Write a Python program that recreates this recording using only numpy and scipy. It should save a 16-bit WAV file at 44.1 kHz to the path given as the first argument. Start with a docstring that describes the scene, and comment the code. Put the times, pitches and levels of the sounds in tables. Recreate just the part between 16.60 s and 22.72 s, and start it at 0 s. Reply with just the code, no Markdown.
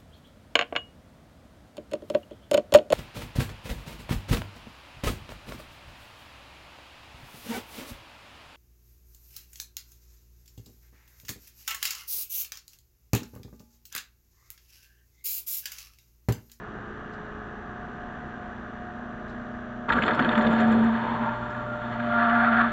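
"""A room where other machinery drones, and a small mains pump empties a bucket.
Steady sines make the drones and filtered noise makes the rush. The pump's hum grows as the water sinks.
Then it gulps air: slugs of water slap in the housing (short bursts of noise), the four vanes sing (sines
that bend in pitch), and air rasps through housing and hose (noise through ringing filters)."""
import sys
import numpy as np
from scipy import signal
from scipy.fft import rfft, irfft, next_fast_len
from scipy.io import wavfile
from scipy.ndimage import uniform_filter1d, map_coordinates

SR = 44100
rng = np.random.default_rng(int(sys.argv[2]) if len(sys.argv) > 2 else 0)


def generate_wav(signal):
    """Clip the signal to [-1, 1] and save it as 16-bit WAV at the path in sys.argv[1]."""
    frames = np.transpose(np.atleast_2d(signal))
    scaled = np.clip(frames, -1, 1) * 32767
    pcm = np.round(scaled).astype(np.int16)
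    wavfile.write(sys.argv[1], SR, pcm)


N = 269892
T = np.arange(N) / SR  # time of each sample, s

# In colour and ringing tables, levels only count relative to each other.
# Colour of the steady rush of pump and room: pitch_hz, level_db
RUSH_COLOUR = [(12, -47), (20, -7), (162, -3.5), (219, -6), (288, -4.5), (541, -11.5), (714, -8.5),
               (942, -12), (1210, -15), (1600, -8.5), (2160, -27), (3400, -29.5), (4960, -46),
               (6070, -45.5), (8210, -50), (10700, -93.5), (18100, -120)]
# Broad rises in the rush: pitch_hz, width_hz, lift_db
RUSH_PEAKS = [(228, 20, -1.5), (1159, 47, 8), (1770, 580, 4.5)]
# Tones of a steady motor shaft: multiple of the shaft rate, level_db
SHAFT_TONES = [(.5, -57.5), (1, -54.5), (3, -63), (18, -59), (19, -63), (20, -59.5), (21, -54.5),
               (22, -58.5), (23, -68.5), (24, -59.5), (25, -59.5), (49, -71.5)]
# A second drone, its balance drifting: time_s, first_db, second_db, third_db, sixth_and_eighth_db
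DRONE_LEVELS = [(0, -50, -52.5, -76, -58.5), (.8, -47, -48, -66, -55), (1.5, -49, -58.5, -60.5, -65.5),
                (3.2, -44.5, -60.5, -51, -61), (6.12, -53.5, -60, -63.5, -70.5)]
# Faint ticks: start_s, level_db
FAINT_TICKS = [(0.5222, -58), (0.5337, -57), (2.6794, -57), (2.6944, -57), (2.7194, -67)]
# Magnetic hum of the pump; it grows as the water sinks, more once air gets in:
# time_s, first_db, second_db, third_db, fifth_db, sixth_db
HUM_LEVELS = [(0, -54, -60, -54, -76, -64.5), (1.2, -61.5, -48, -56.5, -61, -48),
              (2.3, -55, -44.5, -58, -56.5, -49), (3.2, -52.5, -40.5, -55.5, -49.5, -48.5),
              (3.8, -47.5, -49, -63, -36, -42), (4.3, -42, -47, -61.5, -46.5, -47),
              (4.8, -40, -46, -57, -40, -49.5), (5.5, -42, -46.5, -56.5, -38.5, -44.5),
              (6.12, -42, -51.5, -53.5, -43.5, -50)]
# Vanes passing, slower under load: time_s, pitch_hz, level_db
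VANE_TONE = [(3.25, 237, -44), (3.55, 234, -47.5), (3.75, 226.9, -37), (3.9, 225.4, -23.5),
             (4.22, 226.7, -18.5), (4.32, 228.7, -23), (4.42, 231, -32.5), (4.72, 228, -41),
             (4.84, 234, -45), (5.1, 234.5, -45), (5.26, 234.6, -38), (5.58, 234.2, -28),
             (5.82, 233.7, -25.5), (6.07, 232.5, -25.5), (6.12, 233, -34)]
# Third harmonic of the vanes: time_s, level_db
VANE_THIRD = [(3.25, -70.5), (4.3, -49.5), (4.5, -61), (5.35, -47.5), (5.55, -30.5), (5.7, -28.5),
              (6.05, -38), (6.12, -53)]
# Vane harmonics that follow the third: multiple, level_db relative to the third
VANE_OVERTONES = [(4, -11.5), (5, -8.5), (6, -11)]
# The vanes bite a slug of water: middle_s, level_db
VANE_SURGES = [(3.374, -26.5), (3.441, -29.5), (3.54, -30), (3.61, -24.5), (3.689, -24), (3.785, -19.5),
               (3.87, -24.5), (4.521, -31.5), (4.62, -29), (4.69, -36), (4.84, -47)]
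# What passes the pump once it gulps: time_s, water_db, air_db, hose_ring_db, housing_ring_db, spray_db
PUMP_FLOW = [(3.27, -36.5, -40, -31, -27, -44), (3.36, -34.5, -37.5, -35.5, -31.5, -44.5),
             (3.55, -35.5, -34.5, -32.5, -38.5, -43.5), (3.8, -32, -35, -33, -38.5, -43),
             (4.1, -34, -36, -35, -41.5, -43.5), (4.29, -39, -39.5, -36.5, -52, -46),
             (4.4, -46, -39.5, -36, -53, -46), (4.5, -42.5, -41, -30, -56, -45.5),
             (4.68, -49, -43, -31.5, -40, -49), (4.78, -58, -48.5, -39.5, -40.5, -52),
             (5.1, -59, -51.5, -47, -40.5, -54), (5.35, -49, -40.5, -42.5, -42.5, -49),
             (5.48, -53.5, -43, -45.5, -38, -47), (5.525, -52.5, -33, -40.5, -28, -43.5),
             (5.77, -53.5, -28, -34, -27.5, -42.5), (5.95, -48.5, -27, -41, -30, -42),
             (6.04, -49, -29, -33, -24.5, -42.5), (6.12, -56, -38, -49, -46, -45)]
# Water sloshing: pitch_hz, width_hz, level_db
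GURGLE_RINGS = [(137, 120, -1.5), (250.5, 141, 2.5), (404, 140, 0), (558, 166, -3)]
# Bucket rings, before the filter is applied twice: pitch_hz, width_hz, level_db
BUCKET_RINGS = [(617.7, 27.5, -1), (738, 35.3, 0)]
# Hose rings: pitch_hz, width_hz, level_db
HOSE_RINGS = [(903, 52, 0.5), (951.5, 60, 4), (980, 115, -1)]
# Housing rings, before the filter is applied twice: pitch_hz, width_hz, level_db
HOUSING_RINGS = [(1321, 32, -3), (1401.4, 47, 1)]
# Outlet rings, heard with the water and with the housing ring, before the filter is applied twice:
# pitch_hz, width_hz, level_db
OUTLET_RINGS = [(1153, 82, -0.5), (1197, 93, -3)]
# Air through the intake: pitch_hz, width_hz, level_db
RASP_RINGS = [(1157, 200, -5), (1332, 340, 1.5), (1532, 71, 4.5), (1674, 97, 2.5), (2037, 140, -21.5)]
# Colour of the spray: pitch_hz, level_db
SPRAY_COLOUR = [(1120, -22.5), (1900, 2.5), (2260, -6.5), (2520, -5), (2740, -9.5), (3580, -6.5),
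                (3950, -20.5), (4320, -22), (4890, -33), (6200, -52.5), (8060, -83.5), (13600, -120)]
# Rises in the spray: pitch_hz, width_hz, lift_db
SPRAY_RISES = [(2935, 68, 3.5), (3080, 90, 4), (3455, 240, 2), (4270, 390, 8.5)]
# Colour of the hiss: pitch_hz, level_db
HISS_COLOUR = [(4300, -64), (4800, -11.5), (5400, -11.5), (6000, -18.5), (6400, -15.5), (6900, -6),
               (7280, -4), (7700, -10.5), (8300, -17.5)]
# The loudest slugs of water: start_s, spray_db, rasp_db, hiss_db
LOUD_SLAPS = [(3.2892, -23, -23, -53), (3.2992, -34.5, -12.5, -53), (3.321, -17, -27, -52),
              (3.3315, -26.5, -20, -57), (3.3813, -42, -11.5, -60), (3.4213, -18, -19, -51),
              (3.4337, -19.5, -26, -64), (3.4497, -30, -36, -60), (3.4624, -23.5, -26, -63),
              (3.479, -17, -10.5, -60), (3.508, -26, -13.5, -60), (3.533, -27, -28, -59),
              (3.545, -30.5, -28, -54.5), (3.5917, -21, -8.5, -49.5), (3.6231, -24, -24, -68),
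              (3.646, -22.5, -16, -67), (3.6897, -22.5, -22, -71), (3.7154, -27.5, -34, -66),
              (3.728, -30, -21, -65.5), (3.7527, -24, -16.5, -61), (3.7759, -24.5, -11, -52),
              (3.8087, -26.5, -23, -65), (3.8463, -26.5, -27, -72), (3.8664, -20.5, -35, -63),
              (3.9044, -36.5, -31, -56), (3.9235, -42.5, -35, -60), (3.949, -35.5, -38, -61),
              (4, -32.5, -29, -65), (4.0308, -31, -34, -66.5), (4.0744, -41, -36, -55),
              (4.118, -44, -38, -50), (4.1904, -38, -42, -62), (4.2404, -40, -29, -60),
              (4.69, -36, -27, -69), (4.902, -50, -26, -57.5), (4.946, -48, -24.5, -62),
              (5.3986, -40, -19.5, -69.5), (5.5994, -39, -16, -75), (5.695, -29.5, -27, -64),
              (5.7514, -29.5, -26, -67), (5.801, -41.5, -18.5, -72), (5.968, -29.5, -19.5, -72),
              (6.01, -28, -27.5, -69)]
# Low jolts of pump and bucket: start_s, pitch_hz, level_db, fade_s (time to fade by 60 dB)
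JOLTS = [(3.31, 61, -35, 0.76), (3.596, 260, -19, 0.17), (4.22, 58, -43, .6)]

SHAFT_HZ, DRONE_HZ, WHINE_HZ = 58.63, 212.3, 5906
HUM_HZ = 119.9  # twice the mains
RUSH_DB, WHINE_DB = -41, -82
SURGE_S = 0.019  # from a surge's middle to where it has sunk to about a third
GULP_S = 3.282  # the intake first breaks the surface
BUCKET_WATER_DB, BUCKET_AIR_DB = -3.5, -9.5  # how much of water and of air the bucket passes on
OUTLET_WATER_DB, OUTLET_RING_DB = -7, -3.5  # the outlet, over the water and over the housing ring
HISS_STEADY_DB, HISS_WATER_DB = -75, -40  # a steady part, and a part over the water level
SMALL_COUNT = 60  # small slugs at random moments
SMALL_DB = (2, 6.5, -27)  # their spray, rasp and hiss over the water level, before scatter
SMALL_SCATTER_DB = 4.5  # times the log of a random number from 0 to 1
RASP_FADE_S, SPRAY_FADE_S, HISS_FADE_S = 0.037, 0.032, 0.077  # time to fade by 60 dB
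TOP_HZ = 8300


def amp(db):
    """Turn decibels into a plain gain."""
    return 10 ** (np.asarray(db) / 20)


def unit(x):
    """Scale to an rms of 1."""
    return x / np.sqrt(np.mean(x ** 2) + 1e-20)


def both(*db):
    """Gain of unrelated sounds together: their powers add."""
    return np.sqrt(sum(amp(2 * d) for d in db))


def curves(rows):
    """One value per sample for each column after the time."""
    s, *columns = np.transpose(rows)
    return [np.interp(T, s, column) for column in columns]


def wobble(rate):
    """A smooth random curve through a given number of random points a second."""
    points = rng.standard_normal(int(N * rate / SR) + 4)
    return map_coordinates(points, [T * rate])


def filtered(x, response):
    """Pass x through a filter, given as a gain for each frequency."""
    size = next_fast_len(N + 8192)
    spectrum = rfft(x, size) * response(np.fft.rfftfreq(size, 1 / SR))
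    return irfft(spectrum, size)[:N]


def shape(points, peaks=()):
    """A filter drawn through points on a log pitch axis, lifted at the peaks."""
    f, level_db = np.transpose(points)

    def response(hz):
        base_db = np.interp(np.log(hz + 1), np.log(f + 1), level_db)
        lift_db = sum(db / (1 + (2 * (hz - c) / w) ** 2) for c, w, db in peaks)
        return amp(base_db + lift_db)
    return response


def modes(table, edge_hz=2300):
    """A filter that rings at several pitches; the ringing is dull: little of it sounds above the edge."""
    def response(f):
        ring = 0
        for k, (c, w, db) in enumerate(table):
            sign = (-1) ** k  # neighbours alternate
            ring = ring + sign * amp(db) * 1j * f * w / (c * c - f * f + 1j * f * w)
        return ring / (1 + (f / edge_hz) ** 5)
    return response


def twice(table):
    """The ringing filter applied twice: sharp rings, dark between."""
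    once = modes(table)
    return lambda f: once(f) ** 2


def noise(response, gain=1, patchy_db=0):
    """Noise with short patches of random colour, under a gain, then filtered; rms 1 where the gain is 1."""
    z = signal.stft(rng.standard_normal(N), nperseg=256)[2]
    patches = uniform_filter1d(rng.standard_normal(z.shape), 4, 0)  # smooth over pitch
    patches = uniform_filter1d(patches, 6, 1)  # smooth over time
    source = signal.istft(z * amp(patchy_db * unit(patches)), nperseg=256)[1][:N]
    return filtered(source * gain, response) / np.std(filtered(source, response))


def tone(phase, db):
    """A sine of given rms level, phase in turns, from a random starting point."""
    return np.sqrt(2) * amp(db) * np.sin(2 * np.pi * (phase + rng.random()))


def bursts(times, db, fade_s, rise=0.0029):
    """A gain that swells quickly at each time and dies away; rise in seconds."""
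    hits = np.zeros(N)
    hits[np.round(np.asarray(times) * SR).astype(int)] = amp(db)
    t = T[:SR // 2]
    swell = amp(-60 * t / fade_s) * (1 - np.exp(-t / rise))
    return signal.fftconvolve(hits, swell)[:N]


def machinery():
    """The rush throbs at the shaft rate and twice it; shaft tones, a drone, ticks and a thin whine lie on top."""
    throb = 1 + 0.15 * np.sin(2 * np.pi * SHAFT_HZ * T) + 0.14 * np.sin(4 * np.pi * SHAFT_HZ * T + 1)
    out = amp(RUSH_DB + 0.37 * wobble(3.8)) * noise(shape(RUSH_COLOUR, RUSH_PEAKS), throb)
    for k, db in SHAFT_TONES:
        out += tone(k * SHAFT_HZ * T, db + 1.0 * wobble(2.9))
    first, second, third, high = curves(DRONE_LEVELS)
    for k, db in [(1, first), (2, second), (3, third), (6, high), (8, high)]:
        out += tone(k * DRONE_HZ * T, db + 0.47 * wobble(8.8))
    s, db = np.transpose(FAINT_TICKS)
    tick_colour = shape([(2500, -30), (3900, 1), (5400, -7), (6200, -12), (8000, -14)])
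    ticks = noise(tick_colour, bursts(s, db, fade_s=0.08, rise=0.004))
    whine = tone(WHINE_HZ * T + 0.25 * wobble(15), WHINE_DB)
    return out + ticks + whine


def motor():
    """Magnetic hum: multiples of twice the mains, slightly unsteady in level."""
    levels = zip([1, 2, 3, 5, 6], curves(HUM_LEVELS))
    return sum(tone(k * HUM_HZ * T, db + (0.8 + 0.3 * k) * wobble(9)) for k, db in levels)


def vanes():
    """Each vane pushes once as it passes the outlet; slugs of water make the tone surge."""
    hz, db = curves(VANE_TONE)
    strength = amp(db)
    for s, surge_db in VANE_SURGES:
        strength += amp(surge_db) * np.exp(-((T - s) / SURGE_S) ** 2)
    third_db = curves(VANE_THIRD)[0]
    fade_in = np.clip((T - VANE_TONE[0][0]) / 0.033, 0, 1)
    turns = np.cumsum(hz + 2.48 * wobble(30)) / SR  # cycles of the tone so far
    out = strength * (tone(turns, 0.5 * wobble(25)) + tone(2 * turns, -27.5))
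    out += tone(3 * turns, third_db + 1.3 * wobble(30))
    for k, relative_db in VANE_OVERTONES:
        out += tone(k * turns, third_db + relative_db + 2.0 * wobble(37))
    return fade_in * out


def slurp():
    """Air and water alternate in the intake: one shared churning stirs noise through every ringing part."""
    water_db, air_db, hose_db, housing_db, spray_db = curves(PUMP_FLOW)
    fade_in = np.clip((T - GULP_S) / 0.0076, 0, 1)
    churn = 1.3 * wobble(28) + 1.2 * wobble(70)
    bucket = both(water_db + BUCKET_WATER_DB, air_db + BUCKET_AIR_DB)
    outlet = both(water_db + OUTLET_WATER_DB, housing_db + OUTLET_RING_DB)
    hiss = both(HISS_STEADY_DB, water_db + HISS_WATER_DB)
    out = noise(modes(GURGLE_RINGS), amp(water_db + 3.5 + 0.42 * churn + 1.9 * wobble(14)))
    out += noise(twice(BUCKET_RINGS), bucket * amp(3.0 + 0.35 * churn + 1.9 * wobble(13)))
    out += noise(modes(HOSE_RINGS), amp(hose_db + 0.38 * churn + 0.37 * wobble(25)))
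    out += noise(twice(HOUSING_RINGS), amp(housing_db + 0.37 * churn + 1.1 * wobble(12)))
    out += noise(twice(OUTLET_RINGS), outlet * amp(1.1 * churn + 1.2 * wobble(11)))
    out += noise(modes(RASP_RINGS), amp(air_db + 2.0 + 1.0 * churn))
    out += noise(shape(SPRAY_COLOUR, SPRAY_RISES), amp(spray_db + 0.67 * churn))
    out += noise(shape(HISS_COLOUR), hiss * amp(0.6 * churn))
    return fade_in * out


def slaps():
    """Each slug knocks the intake and spits spray of its own colour; small random ones follow the water level."""
    when, *chance = rng.random((SMALL_COUNT, 4)).T
    small_s = GULP_S + when * (T[-1] - GULP_S)
    water_db = curves(PUMP_FLOW)[0][(small_s * SR).astype(int)]
    small = [small_s]
    for db, c in zip(SMALL_DB, chance):
        small.append(water_db + db + SMALL_SCATTER_DB * np.log(c + 1e-3))
    s, spray_db, rasp_db, hiss_db = np.hstack([np.transpose(LOUD_SLAPS), small])
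    rasp = noise(modes(RASP_RINGS), bursts(s, rasp_db, RASP_FADE_S, rise=0.0025), patchy_db=1)
    spray_gain = bursts(s, spray_db, SPRAY_FADE_S, rise=0.0023)
    spray = noise(shape(SPRAY_COLOUR, SPRAY_RISES), spray_gain, patchy_db=2.5)
    hiss = noise(shape(HISS_COLOUR), bursts(s, hiss_db, HISS_FADE_S), patchy_db=5.5)
    return rasp + spray + hiss


def thuds():
    """Each jolt of pump and bucket rings as a soft, low sine that dies away."""
    return sum(bursts([s], db, fade_s) * np.sin(2 * np.pi * hz * (T - s)) for s, hz, db, fade_s in JOLTS)


def scene():
    """All sources added together, as one channel."""
    return (machinery() + motor() + vanes() + slurp() + slaps() + thuds())[None]


def record(dry):
    """The treble rolls off towards a sharp top limit; a trace of hiss lies over everything."""
    def edge(hz):
        return (hz < TOP_HZ) * amp(-20 * np.clip((hz - 7450) / 700, 0, 2) ** 2)
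    return filtered(dry[0], edge)[None] + amp(-99.5) * rng.standard_normal(dry.shape)


dry = scene()
out = record(dry)
generate_wav(out)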